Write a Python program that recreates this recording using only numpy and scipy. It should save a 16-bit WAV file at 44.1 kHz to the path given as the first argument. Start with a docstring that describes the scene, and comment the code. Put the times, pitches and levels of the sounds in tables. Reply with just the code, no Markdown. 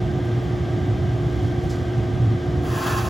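"""A glass workshop, close to a gas-fired furnace. The turbulent gas jet hisses, the blower hums at its
blade tone, and combustion noise roars and booms in the resonances of the chamber and the furnace mouth.
A steel blowpipe turns on its rest with a few light scuffs, then is pushed into the furnace with one long
ringing scrape, as stick-slip friction excites the pipe's modes."""
import sys
import numpy as np
from scipy import signal
from scipy.fft import rfft, irfft, next_fast_len
from scipy.io import wavfile
from scipy.ndimage import map_coordinates

SR = 44100
rng = np.random.default_rng(int(sys.argv[2]) if len(sys.argv) > 2 else 0)


def waveform_to_disk(signal):
    """Save audio, clipped to [-1, 1], as 16-bit WAV at the path in sys.argv[1]."""
    frames = np.transpose(np.atleast_2d(signal))
    scaled = np.clip(frames, -1, 1) * 32767
    samples = np.round(scaled).astype(np.int16)
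    wavfile.write(sys.argv[1], SR, samples)


N = 136269
TIME_S = np.arange(N) / SR


def amp(db):
    """Amplitude ratio of a level in decibels."""
    return 10 ** (np.asarray(db) / 20)


def unit(x):
    """Normalisation to an rms of 1."""
    return x / np.sqrt(np.mean(x ** 2) + 1e-20)


def along(points, hz):
    """Interpolation of (Hz, value) points on a logarithmic frequency axis."""
    f, value = np.transpose(points)
    return np.interp(np.log(hz + 1), np.log(f + 1), value)


def wobble(knots_per_s):
    """Smooth random modulation: a spline through Gaussian knots."""
    knots = rng.standard_normal(int(N * knots_per_s / SR) + 4)
    return map_coordinates(knots, [TIME_S * knots_per_s])


def filtered(x, response):
    """Linear filtering: the spectrum of x times a complex frequency response."""
    size = next_fast_len(N + SR // 2)
    return irfft(rfft(x, size) * response(np.fft.rfftfreq(size, 1 / SR)), size)[..., :N]


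def resonance(f, hz, width):
    """Response of two identical damped resonators in cascade, each of the given bandwidth in Hz."""
    return (1j * f * width / (hz * hz - f * f + 1j * f * width)) ** 2


def noise():
    """Two uncorrelated white noises."""
    return rng.standard_normal((2, N))


def coloured(x, spectrum):
    """Spectral shaping of x by (Hz, dB) points, at an rms of 1."""
    return unit(filtered(x, lambda f: amp(along(spectrum, f))))


def gas_jet():
    """Turbulence in the stream of gas and air radiates a nearly steady broadband hiss."""
    # Each row: frequency in Hz, relative spectral density in dB.
    hiss_spectrum = [(300, -4), (900, 6), (1400, 3), (2400, -3), (3600, -7.5), (4100, -8), (5500, -8),
                     (7500, -14.5), (11000, -23), (16000, -34)]
    level_db = -44.5 + 0.13 * wobble(5.7)
    return amp(level_db) * coloured(noise(), hiss_spectrum)


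def blower():
    """Periodic blade passage gives a tone, slightly unsteady in pitch and level."""
    blade_hz = 356.6 + 0.97 * wobble(10)
    level_db = -31.5 + .4 * wobble(8.2)
    phase = 2 * np.pi * np.cumsum(blade_hz) / SR
    return amp(level_db) * np.sqrt(2) * np.array([np.sin(phase), np.cos(phase)])


def forced_modes(modes):
    """Forced resonance: independent combustion noise drives each mode of a table."""
    return sum(amp(db) * unit(filtered(noise(), lambda f: resonance(f, hz, 1.295 * width)))
               for hz, width, db in modes)


def chamber_throb():
    level_db, compression = -25, .35
    analytic = signal.hilbert(filtered(noise(), lambda f: resonance(f, hz=116.6, width=27.4)))
    envelope = np.abs(analytic) + 1e-9
    return amp(level_db) * unit(analytic.real / envelope ** compression)


def flame():
    """Combustion noise roars and excites cavity resonances; the bass swells and sinks with the boom."""
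    # Each row: frequency in Hz, relative spectral density in dB.
    roar_spectrum = [(20, -16), (42, -9), (58, -3.5), (90, -4), (150, -3.5), (200, -6), (235, -9),
                     (330, -6.5), (385, -13), (520, -16), (580, -21), (700, -18.5), (900, -41),
                     (1300, -58.5)]
    # Each row: time in seconds, boom contour in dB, whose swings are scaled down below.
    boom_contour = [(0.0, -20.5), (0.28, -29.5), (0.38, -20.5), (0.42, -32), (0.47, -19), (0.51, -25),
                    (0.73, -25.5), (0.82, -21.5), (1.23, -25), (1.29, -16), (1.32, -36.5), (1.38, -14),
                    (1.41, -30), (1.45, -17), (1.63, -31.5), (1.65, -20), (1.74, -28.5), (1.77, -18.5),
                    (1.87, -30.5), (1.95, -29), (1.97, -22), (2.13, -26), (2.17, -17.5), (2.37, -21),
                    (2.41, -33.5), (2.49, -21.5), (2.51, -30), (2.57, -17), (2.62, -29), (2.75, -24),
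                    (2.83, -40), (2.87, -24.5), (2.97, -23.5), (3.03, -26.5), (3.07, -17.5), (3.09, -21)]
    # The chamber's weaker resonances. Each row: frequency in Hz, nominal width in Hz, level in dB.
    chamber_modes = [(66.3, 19, -33), (86.2, 6.1, -36), (145.4, 9.8, -39.5)]
    # Burner and furnace mouth. Each row: frequency in Hz, nominal width in Hz, level in dB.
    mouth_modes = [(270.2, 6.8, -43.5), (294.8, 6.7, -40), (641, 27.4, -44), (737, 85, -41.5),
                   (1190, 156, -49), (1578, 72, -48.5), (1934, 450, -49.5), (3225, 710, -51)]
    swing_db = np.interp(TIME_S, *np.transpose(boom_contour))
    swing_db -= swing_db.mean()
    roar = amp(-28) * coloured(noise(), roar_spectrum)
    low_roar = filtered(roar, lambda f: 1 / (1 + (f / 180) ** 8))
    rumble = amp(.45 * swing_db) * (low_roar + forced_modes(chamber_modes))
    throb = amp(.9 * swing_db) * chamber_throb()
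    return rumble + throb + (roar - low_roar) + forced_modes(mouth_modes)


def slips(per_s):
    """Stick-slip friction of steel on steel: random impulses of either sign and log-normal size."""
    scatter_db = 2.5
    occurs = rng.random((2, N)) < per_s / SR
    return occurs * rng.choice([-1, 1], (2, N)) * amp(scatter_db * noise())


def pipe_turning():
    """Friction of the pipe rolling on its rest: sparse slips make a faint, scratchy rub."""
    # Each row: time in seconds, level in dB.
    rub_levels = [(1.15, -75), (1.29, -60), (1.45, -54), (1.56, -64), (1.66, -54.5), (1.79, -58),
                  (1.9, -72)]
    # Each row: frequency in Hz, relative spectral density in dB.
    rub_spectrum = [(2000, -12), (4500, 6), (7500, -3), (11000, -8), (15500, -10)]
    level_db = np.interp(TIME_S, *np.transpose(rub_levels), left=-120, right=-120)
    return amp(level_db) * coloured(slips(per_s=1200), rub_spectrum)


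def pipe_scuffs():
    """Friction transients of the turning pipe: bursts of slips rise sharply and decay exponentially."""
    # Each row: start in seconds, level in dB, centre in Hz, resonator width in Hz, T60 in seconds.
    scuffs = [(.058, -66, 13500, 5000, .17), (.243, -56, 10800, 4500, .12), (.424, -58, 14600, 5500, .19),
              (1.2, -66, 14000, 5000, .12), (1.42, -60, 12500, 6000, .16), (1.631, -59, 11020, 2500, .16),
              (1.693, -39.5, 5000, 5000, .27), (1.915, -64, 14200, 4000, .17)]
    attack_s = .004
    out = np.zeros((2, N))
    for start, db, hz, width, t60 in scuffs:
        age = np.maximum(TIME_S - start, 0)
        rub = unit(filtered(slips(per_s=4500), lambda f: resonance(f, hz, width)))
        out += amp(db - 60 * age / t60) * (1 - np.exp(-age / attack_s)) * rub
    return out


def pipe_push():
    """Stick-slip chatter excites the pipe's modes; the ring grows faster with effort than the dry grit."""
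    # Each row: time in seconds, sliding effort in dB.
    effort = [(2.59, -50), (2.625, -27), (2.645, -17), (2.70, -11), (2.76, -5), (2.82, -4), (2.88, 0),
              (2.99, -2.5), (3.02, -5), (3.09, -8)]
    # Strong modes of the pipe on its rest. Each row: frequency in Hz, relative level in dB.
    pipe_modes = [(646, -3), (760, -3.5), (818, 0), (1040, -1), (1073, 2), (1119, 0.5), (1214, -5),
                  (1400, -5), (1536, -1), (1647, 0.5), (1739, -3), (2444, -13), (2681, -6), (3305, -11.5),
                  (4470, -12), (4651, -11.5), (4810, -15), (5324, -13.5), (5960, -12.5), (6072, -12),
                  (6540, -13), (6750, -13.5), (6917, -16), (7490, -15.5), (8750, -21), (11143, -17)]
    # Its many weaker modes. Each row: frequency in Hz, relative spectral density in dB.
    body_spectrum = [(300, -3.5), (560, -3), (720, 2.5), (920, 2), (1100, 2.5), (1420, 0), (1750, -1),
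                     (2100, -11.5), (2800, -6), (3050, -10.5), (3400, -8), (3900, -13.5), (5600, -16),
                     (7400, -18), (8500, -23), (16000, -26)]
    # Dry grit at the contact. Each row: frequency in Hz, relative spectral density in dB.
    grit_spectrum = [(1000, -26), (3000, 2.5), (7000, -2), (9500, -2), (11000, 6.5), (12500, -4),
                     (14000, -2), (15300, 5)]
    slips_per_s, body_t60_s = 9000, 0.16
    chatter_db = .9 * wobble(55)
    effort_db = np.interp(TIME_S, *np.transpose(effort), left=-120) + chatter_db
    # Densely overlapping modes have decaying noise as their impulse response.
    t = np.arange(SR // 3) / SR
    body_response = rng.standard_normal((2, len(t))) * amp(-60 * t / body_t60_s)
    body = signal.fftconvolve(slips(slips_per_s), body_response, axes=1)[:, :N]
    body = coloured(body, body_spectrum)
    modal_response = lambda f: sum(amp(db) * resonance(f, hz, width=30.5 + .001 * hz)
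                                   for hz, db in pipe_modes)
    tones = unit(filtered(slips(slips_per_s), modal_response))
    ring = amp(-25.5 + 0.94 * effort_db) * unit(tones + amp(3) * body)
    grit = amp(-36 + 0.8 * effort_db) * coloured(slips(slips_per_s), grit_spectrum)
    return ring + grit


def scene():
    """Superposition of all sources, their power divided between mid and side by frequency."""
    # Stereo width. Each row: frequency in Hz, side minus mid in dB.
    spread = [(60, -42), (130, -16), (300, -14.5), (650, -12), (1100, -8), (1600, -4), (2400, -16),
              (3300, -14.5), (4000, -55), (6800, -45), (7800, -35), (11000, -38), (15000, -6)]
    sources = flame() + gas_jet() + blower() + pipe_push() + pipe_turning() + pipe_scuffs()
    angle = lambda f: np.arctan(amp(along(spread, f)))
    mid, side = filtered(sources, lambda f: np.array([np.cos(angle(f)), np.sin(angle(f))]))
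    return np.array([mid + side, mid - side])


def record(dry):
    """Level and phase differences between the left and right channels, within a limited frequency band."""
    # The bass leans right. Each row: frequency in Hz, left minus right in dB.
    balance = [(250, -1.25), (700, -.45), (1500, -.2), (3800, 0)]
    # Each row: frequency in Hz, phase lead of the left channel in radians.
    midrange_lead = [(100, 0), (650, 0), (1400, .42), (2400, 0), (3100, 0.26), (3800, 0)]
    # Each row: frequency in Hz, phase lag of the left channel in cycles.
    treble_lag = [(7350, 0), (9050, .5), (13300, 1.5), (15400, 2)]
    low_cut_hz, top_hz, fade_s = 54.5, 15800, .004
    split = np.array([[.5], [-.5]])
    gain = lambda f: amp(split * along(balance, f))
    phase = lambda f: split * (along(midrange_lead, f) - 2 * np.pi * along(treble_lag, f))
    band = lambda f: (f / low_cut_hz) ** 4 / np.sqrt(1 + (f / low_cut_hz) ** 8) * (f < top_hz)
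    fade = signal.windows.tukey(N, 2 * fade_s * SR / N)
    return filtered(dry * fade, lambda f: gain(f) * np.exp(1j * phase(f)) * band(f))


dry = scene()
out = record(dry)
waveform_to_disk(out)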